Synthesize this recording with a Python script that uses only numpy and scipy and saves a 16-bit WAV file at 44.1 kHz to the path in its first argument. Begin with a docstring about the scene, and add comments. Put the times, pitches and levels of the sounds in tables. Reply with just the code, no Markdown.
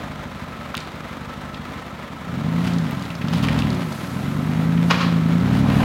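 """Four-wheel-drive on a forest trail

A V8 crawls up a rutted trail, heard from the bank above: it burbles at idle, is blipped twice, then pulls at length.
Timed puffs of gas ring the exhaust pipe, with clean engine orders on top; throbbing noise makes the belts and fan.
Clumped grains grind under the tyres with a high airy hiss; short resonant bursts are stone ticks and a twig.
Dense slips ring the underbody as a rock scrapes it. The ground sounds echo among the trees."""
import sys
import numpy as np
from scipy import signal
from scipy.fft import rfft, irfft, next_fast_len
from scipy.io import wavfile
from scipy.ndimage import uniform_filter1d

SR = 44100
rng = np.random.default_rng(int(sys.argv[2]) if len(sys.argv) > 2 else 0)


def wav_out(sig):
    """Save sig, one row per channel (or a flat mono array), as 16-bit PCM at SR to the path in sys.argv[1]."""
    wavfile.write(sys.argv[1], SR, np.round(np.clip(np.atleast_2d(sig).T, -1, 1) * 32767).astype(np.int16))


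N = 257525
TIME = np.arange(N) / SR

# engine speed on the throttle, two blips and a long pull: (time [s], firing rate [per s])
FIRING_RATE = [(2.17, 42.8), (2.35, 65.5), (2.5, 82.2), (2.66, 89.7), (2.8, 82.9), (3.01, 61.6),
               (3.16, 53.1), (3.33, 83.9), (3.46, 108.9), (3.55, 113.5), (3.66, 106.6), (3.75, 95.0),
               (3.89, 75.0), (3.99, 62.9), (4.05, 60.3), (4.4, 76.7), (4.6, 80.9), (4.95, 87.4),
               (5.05, 86.6), (5.22, 80.8), (5.35, 85.8), (5.54, 98.1), (5.69, 102.9), (5.84, 101.1)]
# loudness of the tailpipe: (time [s], level [dB])
EXHAUST_LEVEL = [(0.0, -33.5), (0.86, -36.5), (1.58, -34.5), (2.1, -38), (2.47, -21), (2.75, -19),
                 (3.15, -32), (3.25, -22.5), (3.37, -19), (3.67, -19), (4.02, -31.5), (4.15, -25.5),
                 (4.8, -16), (5.02, -21), (5.06, -17.5), (5.84, -15.5)]
# the eight exhaust puffs of a cycle, some delayed by a longer way through the manifold:
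# (idle relative level [dB], idle lateness [ms], loaded relative level [dB], loaded lateness [ms])
PUFFS = [(-3.5, 2.8, -.2, 5.2), (-3.5, -1.1, -4.9, -.3), (-2.5, -.5, 2.5, 5.9), (-1.5, 3.6, .8, 5.9),
         (1, -1.4, -.6, -.8), (-6, -1.2, 3, 5.2), (-10, -.5, -2, 5.4), (4.5, -1.7, .3, 0)]
# silencer and pipe; the slow puffs of idling carry more bass:
# (frequency [Hz], idle relative level [dB], loaded relative level [dB])
PIPE_COLOUR = [(24.6, -27, -23), (40, -15, -4), (52.4, 9, -4), (71, 12, 10), (96, 10, 8.5), (116, 7.5, 11),
               (145, 12.5, 15), (155.6, 18.5, 15), (168, -8, 21), (183.6, 12.5, 14.5), (262, 9.5, 14),
               (280.4, -8.5, 14.5), (318, -31, -4.5), (337, -20, 0.5), (445, -24, -3), (940, -58, -55)]
# clean lines in the exhaust under load:
# (multiple of the engine cycle [], pulling relative level [dB], top-revs relative level [dB])
SINGING_ORDERS = [(5, -9, 3), (8, -7, 6), (10, -24, 0), (11, -5, 3), (13, -11, -10), (14, -17, -7),
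                  (16, 0, -5), (19, -14, -7), (21, -6, -8), (22, -7, -4), (24, -9, -9), (25, -3, -8)]
# fan and belt noise: (frequency [Hz], relative level per Hz [dB])
BAY_COLOUR = [(250, 5), (400, -3.5), (600, 0), (780, -2.5), (1100, -4), (1500, -6), (2100, -7), (2800, -13),
              (3800, -14.5), (4800, -22), (7000, -27), (9500, -33), (15500, -34.5)]
# ringing of the engine's covers and brackets: (frequency [Hz], width [Hz], relative level [dB])
COVER_MODES = [(577, 44, -5.5), (1047, 54, 1.5), (1208, 37, 2), (1300, 21, 8)]
# a hum that comes and goes, perhaps the steering pump; rise and fall are times per 20 dB:
# (peak time [s], level [dB], rise [s], fall [s])
HUM_SWELLS = [(3.75, -35, 0.15, 0.34), (4.36, -42, 0.14, 0.3)]
# grit crushed by the tread: (frequency [Hz], relative level per Hz [dB])
GRAVEL_COLOUR = [(300, 1.5), (600, 8.5), (1200, 1.5), (2000, -4.5), (3700, -8.5), (5000, -14), (7500, -19),
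                 (15000, -17)]
# high airy hiss: (frequency [Hz], relative level per Hz [dB])
HISS_COLOUR = [(3000, 8), (6000, 6.5), (9000, 3.5), (12000, 6), (15500, -5.5)]
# a tyre slips and crunches on grit; rise and fall are times per 20 dB:
# (peak time [s], level [dB], rise [s], fall [s], pitch [Hz])
TYRE_SLIPS = [(2.69, -34.5, .12, 0.078, 2600), (3.336, -26.5, 0.015, 0.025, 2560),
              (3.374, -29.5, 0.028, 0.053, 2820), (3.436, -29, 0.019, 0.11, 2200),
              (3.5, -38.5, 0.27, 0.41, 1200), (3.546, -33, 0.012, .025, 1900),
              (3.572, -23, .015, 0.013, 900), (3.594, -34, 0.061, 0.077, 2300),
              (5.555, -30.5, .06, 0.035, 1750), (5.578, -34.5, .02, 0.051, 3300),
              (5.711, -27.5, 0.06, 0.11, 1440), (5.795, -39, .025, .05, 2000),
              (5.825, -25, 0.083, 0.08, 1080), (5.69, -34, .2, 0.33, 535)]
# the high airy hiss swells and fades; rise and fall are times per 20 dB:
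# (peak time [s], level [dB], rise [s], fall [s])
HISS_SWELLS = [(3.95, -47, 0.39, 1.33), (4.9, -47, 0.17, .25), (5.77, -46, 0.14, 0.37)]
# the loudest stone ticks, one during idle, the rest as the wheels roll; levels before the trims in stones():
# (start time [s], peak level [dB], pitch [Hz], 60 dB decay [s], bright-edge level [dB])
STONE_TICKS = [(1.543, -22.5, 3050, 0.028, -56), (2.6682, -28, 2148, .03, -45),
               (2.7633, -36, 2065, .02, -44), (2.9084, -25, 2130, 0.018, -26),
               (3.0343, -27, 2052, 0.027, -44), (3.1016, -22, 2820, 0.026, -41),
               (3.152, -29, 4500, 0.022, -52), (3.211, -21.5, 2060, 0.071, -42),
               (3.282, -19, 3400, 0.027, -49), (3.3267, -25, 2800, .015, -38),
               (3.3556, -22, 3550, .014, -38), (3.4254, -20, 3300, 0.027, -32),
               (3.4848, -7.5, 1880, .009, -45), (3.489, -21, 1970, 0.019, -45),
               (3.621, -14.5, 2500, 0.01, -44), (3.7026, -20.5, 3850, .014, -58.5),
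               (4.7737, -22, 2010, 0.038, -54)]
# the rock catches the underbody; rise and fall are times per 20 dB:
# (peak time [s], level [dB], rise [s], fall [s])
ROCK_SCRAPES = [(4.909, -13.5, 0.011, 0.034), (4.945, -28, 0.017, 0.043), (5.01, -25.5, 0.085, 0.13)]
# rasp of rock on steel: (frequency [Hz], relative level per Hz [dB])
SCRAPE_COLOUR = [(400, -2), (750, -8.5), (1150, 2), (2100, -4), (3700, -6), (5500, -15), (7500, -26),
                 (15000, -56)]
# steel of the underbody: (frequency [Hz], width [Hz], relative level [dB])
UNDERBODY_MODES = [(1112, 110, 10), (1190, 54, 12), (1780, 66, 0), (2078, 87, 0), (3300, 62, 2),
                   (3703, 67, 10), (4600, 80, -23)]
# a twig breaking fibre by fibre: (start time [s], peak level [dB], pitch [Hz], 60 dB decay [s])
TWIG_SNAPS = [(0.7428, -15, 1220, 0.016), (0.7515, -11, 2820, 0.0028), (0.768, -26, 11000, 0.0059),
              (0.7700, -17, 3000, 0.0061), (0.777, -17.5, 2800, 0.0078), (0.802, -24.5, 3480, 0.023)]

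# at idle the engine hunts slowly about its mean firing rate, after settling from a faster start
IDLE_FIRING_HZ, HUNT_HZ, HUNT_PERIOD_S = 47.7, 2.2, 1.44
SETTLE_HZ, SETTLE_S = 2.6, .25
START_CYCLE = .235  # fraction of an engine cycle
THROTTLE_S, THROTTLE_RISE_S = 2.17, 0.15  # the driver takes up the load
# chance spread of the loaded firings in level and timing; at idle both are this many times wider
UNEVEN_DB, JITTER_S, IDLE_UNEVENNESS = .8, .0001, 1.6
# gas rush against the puffs at idle speed; it rushes harder with the revs
RUSH_DB, RUSH_DB_PER_OCTAVE = -21, 6
SINGING_DB = -2  # clean lines against the puffs and gas
# the pipe spreads each crest in time [radians per order squared], up to twice as much at top revs
PIPE_SMEAR = .018
GROWL_FROM_OCTAVES, GROWL_FULL_OCTAVES = 0.83, 0.95  # engine speed above idle
# the whirr under the bonnet grows with the revs, and grows steadily louder towards the end
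BAY_IDLE_DB, BAY_DB_PER_OCTAVE = -36, 3.5
LATE_RISE_S, LATE_RISE_DB_PER_S = 4.73, 2.5
HUM_HZ, HUM_SAG_HZ_PER_S = 364.6, 5  # pitch at the first hum's peak, and its fall
ROLL_START_S, ROLL_RISE_S = 2.4, 0.18  # the wheels bite and start to roll
GRIND_DB, GRIND_DB_PER_OCTAVE, HISS_DB = -49.5, -3, -57  # grinding is set at idle speed
STONY_FROM_S, STONY_TO_S = 2.65, 4.1  # the tyres cross a patch of loose pebbles
PEBBLES_PER_S, PEBBLE_DB, PEBBLE_SPREAD_DB = 20, -29, 4.5
PEBBLE_HZ, PEBBLE_SPREAD_OCTAVES = 2940, 0.28
CUTOFF_HZ = 15800


def engine_speed():
    """Firings a second: the idle settles and hunts until the driver takes over."""
    hunting = HUNT_HZ * np.cos(2 * np.pi * TIME / HUNT_PERIOD_S)
    settling = SETTLE_HZ * np.exp(-TIME / SETTLE_S)
    idling = IDLE_FIRING_HZ + hunting + settling
    return np.where(TIME < THROTTLE_S, idling, in_time(FIRING_RATE)[0])


def exhaust(cycles, revs):
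    """One puff per firing into the pipe; the lopsided pattern that makes the burble changes with load."""
    load = np.clip((TIME - THROTTLE_S) / THROTTLE_RISE_S, 0, 1)
    firing = np.arange(int(len(PUFFS) * cycles[0]) + 1, int(len(PUFFS) * cycles[-1]))
    when = np.interp(firing / len(PUFFS), cycles, TIME)
    share = np.interp(when, TIME, load)
    pattern = np.array(PUFFS)[firing % len(PUFFS)].T
    puff_db, late_ms = (1 - share) * pattern[:2] + share * pattern[2:]

    # each firing differs a little in strength and timing
    unevenness = share + IDLE_UNEVENNESS * (1 - share)
    chance = rng.standard_normal((len(firing), 2)) * unevenness[:, None]
    at = (when + late_ms / 1000) * SR + JITTER_S * SR * chance[:, 1]
    at = np.clip(at, 0, N - 1).astype(int)
    puffs = rms_one(np.bincount(at, from_db(puff_db + UNEVEN_DB * chance[:, 0]), N))

    # turbulent gas rushes through the same pipe
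    rush = from_db(RUSH_DB + RUSH_DB_PER_OCTAVE * revs) * rng.standard_normal(N)
    gas = puffs + rush
    pipe = np.array(PIPE_COLOUR)
    idle_pipe, loaded_pipe = pipe[:, :2], pipe[:, ::2]
    burble = rms_one(coloured((1 - load) * gas, idle_pipe) + coloured(load * gas, loaded_pipe))
    song = rms_one(coloured(load * singing(cycles, revs), loaded_pipe))
    sound = burble + from_db(SINGING_DB) * song

    # level out the slow loudness, then ride it along the level curve
    power = uniform_filter1d(uniform_filter1d(sound ** 2, size=SR // 6), size=SR // 6)
    return from_db(in_time(EXHAUST_LEVEL)[0]) * sound / np.sqrt(power + 1e-20)


def singing(cycles, revs):
    """Clean orders crest with the strongest puff of each cycle; the low ones growl near the top of the revs."""
    growl = np.clip((revs - GROWL_FROM_OCTAVES) / (GROWL_FULL_OCTAVES - GROWL_FROM_OCTAVES), 0, 1)
    strongest = np.argmax(np.array(PUFFS)[:, 2])
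    late_s = PUFFS[strongest][3] / 1000
    angle = 2 * np.pi * (np.interp(TIME - late_s, TIME, cycles) - strongest / len(PUFFS))
    song = np.zeros(N)
    for order, pull_db, top_db in SINGING_ORDERS:
        gain = from_db(pull_db + growl * (top_db - pull_db))
        smear = PIPE_SMEAR * (1 + growl) * (order - 2 * len(PUFFS)) ** 2
        song += gain * np.cos(order * angle - smear)
    return song


def engine_bay(cycles, revs, throb_db=0.7, rattle_db=0.68, flutter_db=1.0, tick_db=-8, ring_db=-42, knock_db=7):
    """Fan and belt noise throbs with the firings; the covers are shaken twice a turn."""
    firing = np.cos(2 * np.pi * len(PUFFS) * cycles)
    knock = np.cos(np.pi * len(PUFFS) * cycles)
    clatter = rng.standard_normal(N) + from_db(tick_db) * grains(250, spread_db=2.0)
    throb = from_db(throb_db * firing + rattle_db * knock + flutter_db * drift(40))
    whirr = rms_one(coloured(clatter * throb, BAY_COLOUR))
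    shake = rng.standard_normal(N) * from_db(knock_db * knock)
    ring = rms_one(ringing(shake, COVER_MODES))
    late_rise_db = LATE_RISE_DB_PER_S * np.maximum(TIME - LATE_RISE_S, 0)
    whirr_db = BAY_IDLE_DB + BAY_DB_PER_OCTAVE * revs + late_rise_db
    return from_db(whirr_db) * whirr + from_db(ring_db) * ring


def hum(waver_db=2):
    """A plain tone sags a little in pitch as it comes and goes."""
    hz = HUM_HZ - HUM_SAG_HZ_PER_S * (TIME - HUM_SWELLS[0][0])
    gain = swells(HUM_SWELLS) * from_db(waver_db * drift(23))
    return gain * np.sqrt(2) * np.sin(2 * np.pi * np.cumsum(hz) / SR)


def tyres(revs, clump_db=3.0, slip_width=2.34):
    """Rolling wheels crush grit in clumps under an airy hiss; each slip crunches at its own pitch."""
    rolling = np.clip((TIME - ROLL_START_S) / ROLL_RISE_S, 0, 1)
    crushing = grains(3500, spread_db=2.5) * from_db(clump_db * drift(140))
    grit = rms_one(coloured(crushing, GRAVEL_COLOUR))
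    hiss = rms_one(coloured(rng.standard_normal(N), HISS_COLOUR))
    grinding = from_db(GRIND_DB + GRIND_DB_PER_OCTAVE * revs) * grit
    crunches = np.zeros(N)
    for s, db, rise_s, fall_s, hz in TYRE_SLIPS:
        other_grit = np.roll(grit, rng.integers(N))
        crunch = rms_one(resonance(other_grit, hz, slip_width * hz))
        crunches += swell(s, db, rise_s, fall_s) * crunch
    hiss_gain = np.hypot(from_db(HISS_DB), swells(HISS_SWELLS))
    return rolling * (grinding + crunches + hiss_gain * hiss)


def stones(level_db=-3, pebble_t60=0.021, edge_db=1, pebble_edge_db=-22):
    """Single stones tick as short resonant bursts, with a scatter of pebbles in the stony patch."""
    out = np.zeros(N)
    for s, db, hz, t60, bright_db in STONE_TICKS:
        sound = crack(hz, t60, width=0.45, treble_db=bright_db - db + edge_db)
        add(out, s, from_db(db + level_db) * sound)
    for _ in range(round(PEBBLES_PER_S * (STONY_TO_S - STONY_FROM_S))):
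        s = rng.uniform(STONY_FROM_S, STONY_TO_S)
        db = rng.normal(PEBBLE_DB, PEBBLE_SPREAD_DB)
        hz = PEBBLE_HZ * 2 ** (PEBBLE_SPREAD_OCTAVES * rng.standard_normal())
        add(out, s, from_db(db) * crack(hz, pebble_t60, width=0.84, treble_db=pebble_edge_db))
    return out


def rock(ring_db=-13):
    """A hard knock and a weaker drag, both made of dense slips that set the steel ringing."""
    slips = swells(ROCK_SCRAPES) * grains(14000, spread_db=1.3)
    rasp = rms_one(coloured(slips, SCRAPE_COLOUR))
    ring = rms_one(ringing(slips, UNDERBODY_MODES))
    return np.std(slips) * (rasp + from_db(ring_db) * ring)


def twig():
    """A dry twig gives way in a quick run of snaps."""
    out = np.zeros(N)
    for s, db, hz, t60 in TWIG_SNAPS:
        add(out, s, from_db(db) * crack(hz, t60, width=0.73, treble_db=-18))
    return out


def forest(x, t60=0.52, wet_db=-9, dull_hz=5000):
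    """Trunks and the bank scatter sparse, dull echoes."""
    age = TIME[:SR // 2]
    sparse = rng.standard_normal(len(age)) * (rng.random(len(age)) < 900 / SR)
    echoes = sparse * from_db(-60 * age / t60)
    echoes = signal.sosfilt(signal.butter(1, dull_hz, fs=SR, output="sos"), echoes)
    return x + from_db(wet_db) * signal.fftconvolve(x, echoes / np.linalg.norm(echoes))[:N]


def crack(hz, t60, width, treble_db):
    """A brittle break: a dying burst in one broad resonance, with a bright edge; peak 1."""
    age = TIME[:SR // 10]
    attack = np.minimum(10 * age / t60, 1)
    burst = rng.standard_normal(len(age)) * from_db(-60 * age / t60) * attack
    body = resonance(resonance(burst, hz, width * hz), hz, 2 * width * hz)
    edge = signal.sosfilt(signal.butter(2, 7000, "high", fs=SR, output="sos"), burst)
    sound = body / np.abs(body).max() + from_db(treble_db) * edge / np.abs(edge).max()
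    return sound / np.abs(sound).max()


def grains(per_s, spread_db):
    """Random clicks of very uneven size; unit power."""
    sizes = from_db(spread_db * np.minimum(rng.exponential(1, N), 4))
    return rms_one((rng.random(N) < per_s / SR) * sizes * rng.standard_normal(N))


def resonance(x, hz, width_hz):
    """Two-pole resonance with gain 1 on top."""
    r = np.exp(-np.pi * width_hz / SR)
    feed = np.array([1, 0, -1]) * (1 - r * r) / 2
    return signal.lfilter(feed, [1, -2 * r * np.cos(2 * np.pi * hz / SR), r * r], x + 1e-18)


def ringing(x, modes):
    """Metal parts ring side by side, each mode at its own level."""
    return sum(from_db(db) * resonance(x, hz, width_hz) for hz, width_hz, db in modes)


def coloured(x, spectrum):
    """Causal (minimum-phase) filter with the given spectrum, falling off below its first point."""
    size = 2 * next_fast_len(N)
    hz, db = np.transpose(spectrum)
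    octave = np.log2(np.maximum(np.arange(size // 2 + 1) * SR / size, 10))
    low_cut_db = 20 * np.maximum(np.log2(hz[0]) - octave, 0)
    curve = np.interp(octave, np.log2(hz), db) - low_cut_db
    cepstrum = irfft(np.log(from_db(curve)))
    # folding the cepstrum onto positive times makes the filter causal
    response = np.exp(rfft(2 * cepstrum[:size // 2], size) - cepstrum[0])
    return irfft(rfft(x, size) * response)[:N]


def swell(s, db, rise_s, fall_s):
    """A gain that climbs 20 dB in rise_s to its peak at time s, then loses 20 dB every fall_s."""
    return from_db(db - 20 * np.maximum((s - TIME) / rise_s, (TIME - s) / fall_s))


def swells(rows):
    """The joint gain of several swells, added as powers."""
    return np.sqrt(sum(swell(*row) ** 2 for row in rows))


def drift(rate):
    """Smooth chance with about `rate` turns a second; spread 1."""
    return rms_one(np.interp(TIME * rate, np.arange(6000), rng.standard_normal(6000)))


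def in_time(rows):
    """Each column of a curve at every sample."""
    s, *columns = np.transpose(rows)
    return [np.interp(TIME, s, c) for c in columns]


def add(out, s, sound):
    """Mix a sound in at time s."""
    start = round(s * SR)
    out[start:start + len(sound)] += sound[:N - start]


def from_db(db):
    """Decibels to gain."""
    return 10 ** (np.asarray(db) / 20)


def rms_one(x):
    """Scale to unit power."""
    return x / np.sqrt(np.mean(x ** 2) + 1e-20)


def scene():
    """Engine speed drives exhaust, engine bay and tyres; the ground sounds echo among the trees."""
    firing_hz = engine_speed()
    cycles = START_CYCLE + np.cumsum(firing_hz / len(PUFFS)) / SR
    revs = np.log2(firing_hz / IDLE_FIRING_HZ)  # octaves above idle
    engine = exhaust(cycles, revs) + engine_bay(cycles, revs) + hum()
    ground = tyres(revs) + twig() + rock() + stones()
    return (engine + forest(ground))[None]


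def record(dry):
    """The top is cut steeply."""
    return signal.sosfilt(signal.ellip(10, .1, 90, CUTOFF_HZ, fs=SR, output="sos"), dry)


dry = scene()
out = record(dry)
wav_out(out)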